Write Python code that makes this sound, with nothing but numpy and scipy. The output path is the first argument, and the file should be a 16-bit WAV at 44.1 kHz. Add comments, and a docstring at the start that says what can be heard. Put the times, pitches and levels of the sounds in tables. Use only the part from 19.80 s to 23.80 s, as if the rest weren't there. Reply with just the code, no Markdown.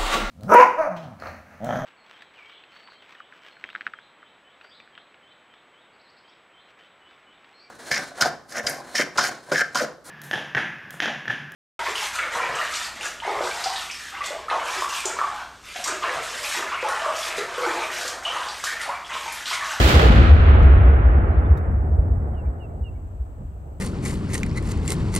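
"""A ship's cannon blast rolls back over open water from the wooded shores.
Near trees scatter a bright crash; later echoes have crossed more air and grow dull.
Below them runs a deep boom, with distinct thuds thrown back by single shores.
Birds call in gliding tones as the rumble fades, with a few small ticks and a faint hiss."""
import sys
import numpy as np
from scipy import signal
from scipy.fft import rfft, irfft, next_fast_len
from scipy.io import wavfile
from scipy.ndimage import uniform_filter1d, minimum_filter1d, map_coordinates

SR = 44100
rng = np.random.default_rng(int(sys.argv[2]) if len(sys.argv) > 2 else 0)


def unload_wav(signal):
    """Save mono or channel-first audio to the path in sys.argv[1] as 16-bit WAV at rate SR, clipped to [-1, 1]."""
    wavfile.write(
        sys.argv[1],
        SR,
        np.round(np.clip(np.atleast_2d(signal).T, -1, 1) * 32767).astype(np.int16),
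    )


N = 176400


def amp(db):
    """Decibels to gain."""
    return 10 ** (np.asarray(db) / 20)


def unit(x):
    """Scale to rms 1."""
    return x / np.sqrt(np.mean(x ** 2) + 1e-20)


def along(points, hz):
    """Interpolate (frequency [Hz], value) points on a log axis."""
    knots_hz, values = np.transpose(points)
    return np.interp(np.log(hz + 1), np.log(knots_hz + 1), values)


def clock():
    """Sample times [s]."""
    return np.arange(N) / SR


def curves(rows):
    """One per-sample curve for each column after the time."""
    time_s, *columns = np.transpose(rows)
    return [np.interp(clock(), time_s, column) for column in columns]


def wobble(rate_hz):
    """Smooth random curve, rate_hz knots a second."""
    return map_coordinates(rng.standard_normal(N // 8), [clock() * rate_hz], mode="wrap")


def filtered(x, response):
    """Apply a complex frequency response."""
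    size = next_fast_len(N + SR // 2)
    return irfft(rfft(x, size) * response(np.fft.rfftfreq(size, 1 / SR)), size)[..., :N]


def noise(spectrum):
    """Mono coloured noise, rms 1."""
    return unit(filtered(rng.standard_normal(N), lambda hz: amp(along(spectrum, hz))))


def sides(pan_db):
    """Stereo gains for a pan, left minus right."""
    return amp(np.array([[.5], [-.5]]) * pan_db)


def decay(start_s, t60_s):
    """Instant rise, exponential fall."""
    age_s = clock() - start_s
    return (age_s >= 0) * np.exp(-np.log(1000) * np.abs(age_s) / t60_s)


def hiss(left_db=-63.5, right_db=-72.5):
    """Faint hiss, louder on the left, rising slowly after the blast."""
    # spectrum per side (frequency [Hz], level [dB])
    left_spectrum = [(500, -0.5), (2800, -1.5), (3600, -12.5), (5700, -15), (6450, -6.5), (6950, -10),
                     (7500, -0.5), (8000, 3), (8500, -6.5), (9100, -26.5), (10500, -20), (12000, -7),
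                     (13500, -10.5), (15500, -11.5)]
    right_spectrum = [(500, 0), (2800, -3.5), (4000, -5), (6000, -11), (7800, -13), (9000, -15.5),
                      (15500, -11)]
    # fade-in (time [s], gain [dB])
    rise = [(0, -11), (.8, -8.5), (1.35, -6), (1.9, -2.5), (3, -1), (4, 0)]
    rise_db, = curves(rise)
    left = amp(left_db) * noise(left_spectrum)
    right = amp(right_db) * noise(right_spectrum)
    return amp(rise_db) * np.array([left, right])


def ticks():
    """Small dry ticks: bright, fast-decaying noise."""
    # ticks (time [s], level [dB], t60 [s], pan [dB])
    events = [(.8323, -34.5, .003, 1), (.968, -68, .12, 5), (1.773, -52, .075, -8)]
    # tick colour (frequency [Hz], level [dB])
    spectrum = [(1500, -16), (4000, 1), (6500, 1), (9500, -2), (15000, 2)]
    return sum(sides(pan_db) * amp(db) * decay(start_s, t60_s) * [noise(spectrum), noise(spectrum)]
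               for start_s, db, t60_s, pan_db in events)


def birds(wood_t60_s=.5, wood_db=-14):
    """Pure gliding notes that ring briefly among the trees."""
    # falling whistles, soft chirps (time [s], length [s], start [Hz], end [Hz], level [dB], pan [dB])
    whistles = [(2.558, 0.065, 2970, 2630, -56, -10), (2.792, .078, 2960, 2600, -53.5, -11.5),
                (3.031, 0.073, 2970, 2646, -49.5, -9.5)]
    chirps = [(1.466, .045, 4100, 4650, -73, -9), (1.51, 0.059, 3850, 4380, -69, 2),
              (1.555, 0.06, 4040, 4300, -69, 1.5), (1.559, .04, 3450, 3680, -63.5, 1),
              (1.643, 0.033, 3420, 3590, -59, -2), (1.767, 0.021, 3705, 3710, -57.5, 1.5),
              (2.537, 0.025, 3170, 3000, -66.5, -7), (2.646, .036, 2350, 2300, -62, 5),
              (2.892, 0.037, 2280, 2280, -69.5, 3), (3.145, 0.043, 2270, 2230, -65, -1.5)]
    song = np.zeros((2, N))
    for start_s, length_s, start_hz, end_hz, db, pan_db in whistles + chirps:
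        progress = np.clip((clock() - start_s) / length_s, 0, 1)
        phase = 2 * np.pi * np.cumsum(start_hz + (end_hz - start_hz) * progress) / SR
        envelope = np.abs(np.sin(np.pi * progress)) ** 1.2
        song += sides(pan_db) * amp(db) * envelope * np.sin(phase)
    tail = (rng.standard_normal((2, N)) * decay(0, wood_t60_s))[:, :SR]
    tail /= np.linalg.norm(tail[0])
    reverb = signal.fftconvolve(song.mean(0)[None], tail, axes=1)[:, :N]
    return song + amp(wood_db) * reverb


def scatter(spectrum):
    """Countless overlapping echoes: stereo noise, rms 1, narrow in the bass, wide in the treble."""
    # likeness of the ears (frequency [Hz], coherence [ratio])
    coherence = [(60, .965), (170, .93), (350, .8), (650, .46), (1000, .42), (1500, .33), (2800, .06),
                 (8000, .03)]
    # left lead (frequency [Hz], phase [rad])
    lead = [(60, -.12), (200, -.12), (370, -.27), (650, -1), (1000, -2.3), (1500, -3.4), (3000, -6)]
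    # balance (frequency [Hz], pan [dB])
    tilt = [(100, .3), (400, -.4), (1100, -2), (2400, -1.7), (8000, -2.4)]

    def spread(hz):
        width_rad = np.arccos(np.clip(along(coherence, hz), -1, 1)) / 2
        return amp(along(spectrum, hz)) * [np.cos(width_rad), np.sin(width_rad)]

    def place(hz):
        return sides(along(tilt, hz)) * np.exp(1j * np.array([[.5], [-.5]]) * along(lead, hz))

    mid, side = filtered(rng.standard_normal((2, N)), spread)
    return unit(filtered(np.array([mid + side, mid - side]), place))


def through_air(x, onset_s=0.086):
    """The later an echo arrives, the more treble the air has absorbed."""
    # air absorption (frequency [Hz], loss [dB/s])
    absorption = [(200, .2), (1000, 2.2), (2000, 6), (3000, 15.5), (4000, 27), (5500, 45), (8000, 56),
                  (11000, 67), (16000, 74)]
    hz, time_s, frames = signal.stft(x, SR, nperseg=512)
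    loss_db = along(absorption, hz)[:, None] * np.maximum(time_s - onset_s, 0)
    return signal.istft(frames * amp(-loss_db), SR, nperseg=512)[1][:, :N]


def rush(gain_db=1):
    """Bright upper band of the echo, dulled by the air, then levelled to follow its envelope."""
    # envelope (time [s], level [dB])
    envelope = [(0.0, -23.5), (0.13, -21.5), (0.19, -24), (0.2, -23.5), (0.23, -23), (0.51, -27),
                (0.54, -30.5), (0.66, -29), (0.69, -27), (0.7, -28.5), (1.71, -39.5), (2.12, -50),
                (2.65, -52), (3.05, -62), (3.73, -63.5), (4.0, -63.5)]
    # colour before air loss (frequency [Hz], level [dB])
    spectrum = [(450, -39), (750, -17.5), (1000, 1.5), (1350, 6), (2000, 0), (3100, -1.5), (4200, -4),
                (5500, -10), (7500, -14), (9500, -21), (15500, -20)]
    level_db, = curves(envelope)
    dulled = through_air(scatter(spectrum))
    power = np.abs(uniform_filter1d(np.mean(dulled ** 2, 0), size=8000))
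    return amp(level_db + gain_db) * dulled / np.sqrt(power + 1e-12)


def slaps(t60_s=.08):
    """Sharp reflections from banks and walls."""
    # arrivals (time [s], level [dB])
    arrivals = [(0.099, -17), (0.151, -18), (0.194, -13.5), (0.295, -15), (0.689, -28.5), (1.163, -30),
                (2.755, -41), (3.597, -45), (3.83, -49.5)]
    # slap colour (frequency [Hz], level [dB])
    spectrum = [(100, -10.5), (250, -2.5), (700, -0.5), (2500, -4.5), (5000, -19.5), (15000, -33.5)]
    return sum(amp(db) * decay(start_s, t60_s) for start_s, db in arrivals) * scatter(spectrum)


def crash(level_db=-27.5, hold_s=0.076, fall_db_per_s=35, crackle_db=4, crackle_hz=700):
    """Near trees return the blast as a bright crackling burst."""
    # crash colour (frequency [Hz], level [dB])
    spectrum = [(150, -34), (400, -4.5), (1300, 1), (3300, 2.5), (5500, -15), (7500, -14), (9500, -23.5),
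                (15500, -22)]
    envelope = amp(level_db - fall_db_per_s * np.maximum(clock() - hold_s, 0))
    return envelope * unit(scatter(spectrum) * amp(crackle_db * wobble(crackle_hz)))


def forest_echo(rumble_gain_db=-1, grain_db=0.7, grain_hz=260):
    """Trunks and banks scatter the blast: a rumble under a grainy roar, rush, crash and slaps."""
    # rolling envelopes (time [s], rumble level [dB], roar level [dB])
    roll = [(0.0, -20, -18), (0.03, -25, -25), (0.19, -18, -20), (0.26, -23, -18.5), (0.28, -27, -26),
            (0.3, -9.5, -17.5), (0.32, -16.5, -23), (0.48, -20, -25.5), (0.52, -25, -24.5),
            (0.58, -21.5, -29), (0.81, -23.5, -24), (0.83, -21, -27), (1.24, -30, -30), (1.4, -25.5, -29.5),
            (1.45, -26.5, -30), (2.12, -32.5, -38.5), (2.18, -33.5, -36), (2.43, -29.5, -40.5),
            (2.46, -33, -39), (3.56, -50, -53), (3.61, -38, -47), (3.68, -46.5, -54.5),
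            (3.85, -44.5, -47.5), (4.0, -46, -53)]
    # low and middle bands (frequency [Hz], level [dB])
    rumble_spectrum = [(60, -25), (100, -1), (135, 0), (175, -5), (250, -8), (340, -18), (600, -45),
                       (1500, -100)]
    roar_spectrum = [(100, -30), (220, -9), (310, 0), (440, 0), (560, -3), (690, -2), (850, -6),
                     (1150, -20), (2000, -55), (4000, -110)]
    rumble_db, roar_db = curves(roll)
    rumble = amp(rumble_db + rumble_gain_db + 1.1 * wobble(rate_hz=30)) * scatter(rumble_spectrum)
    roar = amp(roar_db + 0.81 * wobble(rate_hz=22)) * scatter(roar_spectrum)
    upper = roar + rush() + through_air(crash() + slaps())
    return rumble + upper * amp(grain_db * wobble(grain_hz))


def thuds(pitch_hz=70, gain_db=0.5, skew=.2, sag=.06, spread=.1):
    """Single-shore echoes: fast rise, slower fall, sagging pitch. Returns sound and 0-1 envelope."""
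    # shore echoes (crest time [s], level [dB], Gaussian width [s])
    arrivals = [(0.06, -6, .012), (0.164, -4, 0.015), (0.248, -6.5, 0.017), (0.302, -2, 0.011),
                (0.375, -7.5, 0.029), (0.502, -2, 0.0094), (0.531, -1.5, 0.014), (0.696, -5.5, 0.023),
                (0.844, -6, 0.021), (0.918, 0, 0.015), (0.988, -7, 0.0075), (1.061, -5.5, 0.026),
                (1.145, -5, 0.017), (1.262, -8, 0.027), (1.362, -7.5, .015), (1.494, -12, 0.026),
                (1.587, -7, 0.012), (1.714, -4.5, .015), (1.954, -10.5, 0.01), (2.13, -13.5, 0.023),
                (2.195, -6.5, 0.006), (2.322, -8.5, 0.01), (2.681, -15.5, 0.014), (3.021, -18.5, 0.016),
                (3.153, -25.5, 0.012), (3.414, -20, 0.0125), (3.655, -23, 0.0057), (3.896, -29, 0.017)]
    sound, presence = np.zeros(N), np.zeros(N)
    for crest_s, db, width_s in arrivals:
        half_turns, detune = rng.uniform(-0.96, 1, 2)
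        offset_s = clock() - crest_s
        widths = offset_s / width_s
        envelope = np.exp(-.5 * (widths / (1 + skew * np.sign(widths))) ** 2)
        hz = pitch_hz * (1 + spread * detune - sag * np.tanh(widths))
        sound += amp(db + gain_db) * envelope * np.sin(2 * np.pi * hz * offset_s + np.pi * half_turns)
        presence = np.maximum(presence, envelope)
    return sound, presence


def cannon_boom(gain_db=0.5, evenness=0.42, duck=0.61):
    """The deep body of the blast rolls on, dipping under each shore's thud."""
    # envelope between thuds (time [s], level [dB])
    envelope = [(0, -14.5), (.12, -25), (.3, -13), (.5, -10.5), (.6, -12.5), (.78, -14), (.9, -8),
                (1.1, -15), (1.4, -17), (1.65, -19.5), (1.79, -25), (1.92, -20), (2.25, -22.5),
                (2.45, -24.5), (2.78, -34.5), (3.2, -31.5), (3.55, -36.5), (4, -36.5)]
    # boom colour (frequency [Hz], level [dB])
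    spectrum = [(20, -25), (30, -18), (40, -5), (52, -2.5), (66, -.5), (82, .5), (97, -6), (120, -21),
                (200, -50), (400, -90)]
    level_db, = curves(envelope)
    body = scatter(spectrum)
    swell = uniform_filter1d(np.abs(signal.hilbert(body.mean(0))), size=700)
    body = unit(body / (swell + .1) ** evenness)  # partly flatten random swells
    shore_thuds, presence = thuds()
    return amp(level_db + gain_db) * body * np.sqrt(1 - duck * presence) + shore_thuds


def scene():
    """Everything heard from the bank."""
    return cannon_boom() + forest_echo() + birds() + ticks() + hiss()


def record(dry, top_hz=15850):
    """Peak limiter at full scale, then a brick-wall low-pass."""
    max_gain = 1 / np.maximum(np.abs(dry).max(0), 1)
    gain = uniform_filter1d(minimum_filter1d(max_gain, size=800), size=800)
    return filtered(dry * gain, lambda hz: hz < top_hz)


dry = scene()
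out = record(dry)
unload_wav(out)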